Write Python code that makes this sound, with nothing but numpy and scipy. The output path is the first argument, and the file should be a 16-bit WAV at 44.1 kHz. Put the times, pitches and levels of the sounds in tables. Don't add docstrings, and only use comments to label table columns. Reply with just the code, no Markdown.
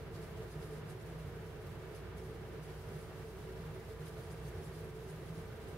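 import sys
import numpy as np
from scipy import signal
from scipy.fft import rfft, irfft
from scipy.io import wavfile
from scipy.ndimage import uniform_filter1d

SR = 44100
rng = np.random.default_rng(int(sys.argv[2]) if len(sys.argv) > 2 else 0)


def store_pcm(level_fs):
    pcm = np.round(np.clip(level_fs, -1, 1) * 32767).astype(np.int16)
    wavfile.write(sys.argv[1], SR, np.atleast_2d(pcm).T)


N = 254456
TIME = np.arange(N) / SR
FREQ = np.maximum(np.fft.rfftfreq(N, 1 / SR), 1)


def undb(db):
    return 10 ** (np.asarray(db) / 20)


def across(points):
    hz, value = np.transpose(points)
    return np.interp(np.log(FREQ), np.log(hz), value)


def noise(gain, likeness=0):
    mid, side = rfft(rng.standard_normal((2, N)))
    alike = np.clip(likeness, -1, 1)
    mid = mid * np.sqrt(1 + alike)
    side = side * np.sqrt(1 - alike)
    x = irfft(gain * np.array([mid + side, mid - side]), N)
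    return x / x.std()


def walk(rate):
    x = irfft(rfft(rng.standard_normal(N)) * np.exp(-(FREQ / rate) ** 2), N)
    return (x - x.mean()) / x.std()


def swell(s, length):
    return np.exp(-np.log(2) * (2 * (TIME - s) / length) ** 2)


# peak time in seconds,
# bright level at the peak in dB, nominal length in seconds, dull part in dB relative to the bright.
STROKES = [(0.155, -68, 0.033, 3), (.23, -67.5, 0.032, -1), (0.52, -68, 0.034, 1), (0.625, -64, 0.032, -1),
           (.664, -70, .02, -4), (0.725, -68.5, 0.025, 0), (.768, -70, .03, 0), (0.906, -62.5, 0.024, -1.5),
           (1.01, -72.5, .04, 0), (1.2, -73, .025, 4), (1.962, -65.5, 0.032, 1.5), (2.183, -66, 0.026, -2),
           (2.246, -68.5, 0.036, -1), (2.645, -67.5, 0.03, -1), (2.703, -71, .022, 6),
           (2.94, -69, .035, -4), (3.01, -67, 0.035, -2), (3.913, -70, .03, 1), (4.068, -63.3, 0.032, -1),
           (4.184, -71, .035, -2), (4.232, -69.5, 0.035, -1), (4.317, -63.5, .026, -5),
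           (4.472, -66, 0.031, -1.5), (4.648, -63.8, .044, -3.5), (4.76, -66.7, .04, 0),
           (4.85, -73, .03, -3), (5.01, -72, .03, -2), (5.103, -63.3, 0.027, -6), (5.134, -75, 0.025, 0),
           (5.37, -67.7, 0.032, -0.5), (5.69, -67.3, .035, -2)]
# frequency in Hz, relative density in dB per Hz.
BRIGHT_COLOUR = [(4000, -24), (6200, -4), (7200, -2.5), (8600, -3.5), (9500, 2.5), (10100, -2.5),
                 (10650, 1), (11000, -2), (11450, 0.5), (11900, -4.5), (12700, -4.5), (13800, -27)]
# frequency in Hz, relative density in dB per Hz.
DULL_COLOUR = [(1500, -4.5), (3000, -1.5), (4500, 0), (4930, 2.5), (5300, -4), (5900, -4), (6800, -14),
               (9000, -12), (14000, -49)]
RUB_DULL_DB = 0.5


def swishes(grain_db=2.0, scratch_db=1.3, likeness=0.075):
    bright_power = rubbing_power()
    dull_power = bright_power * undb(RUB_DULL_DB) ** 2
    for s, db, length, dull_db in STROKES:
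        stroke = undb(db) ** 2 * stroke_power(s, length)
        bright_power = bright_power + stroke
        dull_power = dull_power + stroke * undb(dull_db) ** 2
    bright = np.sqrt(bright_power) * noise(undb(across(BRIGHT_COLOUR)), likeness)
    bright = bright * undb(scratch_db * walk(170))
    dull = np.sqrt(dull_power) * noise(undb(across(DULL_COLOUR)), likeness)
    dull = dull * undb(grain_db * walk(320))
    return patchy(bright + dull, spread_db=3.5)


CATCH_SHARE, SLIDE_SHARE = 0.89, 1.35


def stroke_power(s, length):
    catch = swell(s, length * CATCH_SHARE)
    slide = swell(s, length * SLIDE_SHARE)
    return np.where(TIME < s, catch, slide)


# start in seconds, end in seconds,
# level in dB before the pressure varies it.
RUBBING_SPELLS = [(.14, 1.4, -81.5), (2.6, 5.5, -78.7)]
RUB_FADE_S, RUB_RATE_HZ, RUB_SPREAD_DB = 0.075, 13, 3.5


def rubbing_power():
    contact = 0
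    for start, end, db in RUBBING_SPELLS:
        nearest_end = np.minimum(TIME - start, end - TIME)
        contact = contact + undb(db) * np.clip(nearest_end / RUB_FADE_S, 0, 1)
    pressure = undb(RUB_SPREAD_DB * walk(RUB_RATE_HZ))
    return (contact * pressure) ** 2


def patchy(x, spread_db, size=512):
    bands = signal.stft(x, nperseg=size)[2]
    chance = rng.standard_normal(bands.shape[1:])
    chance = uniform_filter1d(chance, size=4, axis=0)
    chance = uniform_filter1d(chance, size=3, axis=1)
    gain = undb(spread_db * chance / chance.std())
    gain = gain / np.sqrt(np.mean(gain ** 2))
    return signal.istft(bands * gain, nperseg=size)[1][:, :N]


# frequency in Hz, rms level in dB
HUM_LINES = [(35.4, -71), (58.85, -56.5), (117.7, -67)]


def motor(drift_hz=0.14, sway_db=2.0):
    out = 0
    for hz, db in HUM_LINES:
        turns = np.cumsum(hz + drift_hz * walk(1.3)) / SR + rng.random()
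        level = np.sqrt(2) * undb(db + sway_db * walk(2.5))
        out = out + level * np.sin(2 * np.pi * turns)
    return out


LOW_BANDS = {"low": (155.5, -61), "mid": (378.8, -66.5), "high": (441, -65.5)}
# middle in seconds, name of the band,
# added rms level in dB before stereo balance, length in seconds.
CHANCE_SWELLS = [(0.03, "high", -52, 0.034), (0.212, "high", -50.5, 0.031), (0.214, "low", -49.5, 0.07),
                 (0.407, "high", -49, 0.033), (0.584, "low", -46.5, 0.04), (0.658, "low", -49, .035),
                 (0.727, "high", -53.5, .04), (0.748, "low", -47.5, .05), (0.84, "low", -50, 0.045),
                 (1.188, "low", -47.5, 0.094), (1.636, "mid", -56, .07), (2.27, "mid", -53, .04),
                 (2.32, "high", -50, 0.045), (2.42, "mid", -56, .05), (2.61, "low", -48, 0.023),
                 (2.94, "mid", -54.5, 0.084), (2.953, "low", -48, 0.03), (3.282, "high", -52.5, .04),
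                 (3.35, "mid", -51.5, 0.036), (3.45, "low", -49, .04), (3.535, "mid", -54.5, 0.085),
                 (3.556, "high", -52.5, 0.034), (3.668, "low", -49.5, 0.13), (3.773, "mid", -55, 0.11),
                 (3.93, "high", -50.5, 0.03), (4.035, "low", -46.5, 0.053), (4.333, "low", -48, 0.045),
                 (4.458, "low", -44.5, 0.038), (4.68, "low", -48.5, .03), (4.8, "low", -53, 0.1),
                 (4.88, "high", -54.5, .07), (4.972, "high", -51.5, .04), (5.08, "mid", -54, .05),
                 (5.15, "low", -48.5, 0.045), (5.309, "low", -45, 0.037), (5.38, "low", -46, 0.023)]


def low_bands(wander_hz=2.5, sway_db=2.0):
    wander = np.cumsum(wander_hz * walk(9.7)) / SR
    power = {}
    for name, (hz, db) in LOW_BANDS.items():
        power[name] = undb(db + sway_db * walk(11)) ** 2
    for s, name, db, length in CHANCE_SWELLS:
        power[name] = power[name] + undb(db) ** 2 * swell(s, length)
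    out = 0
    for name, (hz, db) in LOW_BANDS.items():
        turns = hz * TIME + wander + rng.random()
        band = np.sqrt(2) * np.sin(2 * np.pi * turns)
        out = out + np.sqrt(power[name]) * band
    return out


# frequency in Hz, relative density in dB per Hz.
AIR_COLOUR = [(20, -32), (44, -18), (68, -10.5), (90, -2.5), (125, -4.5), (170, -6), (200, -13.5),
              (270, -18.5), (350, -12), (560, -17), (900, -23), (1600, -24), (3000, -31.5), (8000, -48.5)]
AIR_DB = -49.5
# frequency in Hz, width in Hz, rms level in dB
AIR_RESONANCES = [(84.5, 4.9, -62.5), (101, 10, -63.5), (117.7, 6.9, -65), (145, 22, -60.5),
                  (223, 15, -72.5), (249.4, 10, -76), (343, 9, -67.5), (370.5, 8.9, -66.5), (379, 8.2, -63),
                  (414.7, 17, -63.5), (438.5, 18.7, -58), (465, 11.6, -62.3), (499, 8.5, -72),
                  (541, 16, -75.5), (649.6, 37, -68), (812, 39, -74.5), (971, 40, -71), (1206, 59, -71),
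                  (1370, 47, -77), (1555, 48, -74.5), (1730, 67, -80), (1865, 44, -80), (2290, 300, -77),
                  (2664, 65, -82)]
# frequency in Hz, correlation.
CAPSULE_LIKENESS = [(60, 1), (130, 0.92), (290, 0.93), (640, 0.76), (1410, 0.49), (3100, 0.0011), (6800, 0)]


def air(flutter_db=0.68):
    likeness = across(CAPSULE_LIKENESS)
    out = undb(AIR_DB) * noise(undb(across(AIR_COLOUR)), likeness)
    for hz, width, db in AIR_RESONANCES:
        detune = (FREQ ** 2 - hz ** 2) / (FREQ * width)
        out = out + undb(db) * noise(1 / (1 + detune ** 2 / 2), likeness)
    return out * undb(flutter_db * walk(12.0))


# frequency in Hz, relative density in dB per Hz.
HISS_COLOUR = [(1000, -9), (4000, 1.5), (7000, -2), (10500, -0.9), (13000, -2.5), (15500, -5)]
# time in seconds, rms level in dB before the small changes.
HISS_COURSE = [(0, -65.5), (1, -68), (1.5, -67), (2.4, -68.5), (3.1, -66.5), (4.7, -67), (5.75, -67.6)]
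# middle in seconds, length in seconds.
TREBLE_LULLS = [(0.087, 0.055), (0.835, .04), (2.1, 0.085)]
LULL_DB = -7


def hiss(change_db=1.6):
    course_db = np.interp(TIME, *np.transpose(HISS_COURSE))
    lull_db = LULL_DB * sum(swell(s, length) for s, length in TREBLE_LULLS)
    level = undb(course_db + lull_db + change_db * walk(28))
    return level * noise(undb(across(HISS_COLOUR)))


RIGHT_DB = 1.56


def scene():
    balance = undb(np.array([[-RIGHT_DB], [RIGHT_DB]]) / 2)
    room = balance * (motor() + air() + low_bands())
    return swishes() + room + hiss()


# frequency in Hz, width in Hz.
RECORDER_NOTCHES = [(2500, 61), (7540, 68)]
TOP_HZ = 15720


def record(dry):
    for hz, width in RECORDER_NOTCHES:
        b, a = signal.iirnotch(hz, hz / width, fs=SR)
        dry = signal.lfilter(b, a, dry)
    top_cut = signal.ellip(12, .1, 70, TOP_HZ, fs=SR, output="sos")
    return signal.sosfilt(top_cut, dry)


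dry = scene()
out = record(dry)
store_pcm(out)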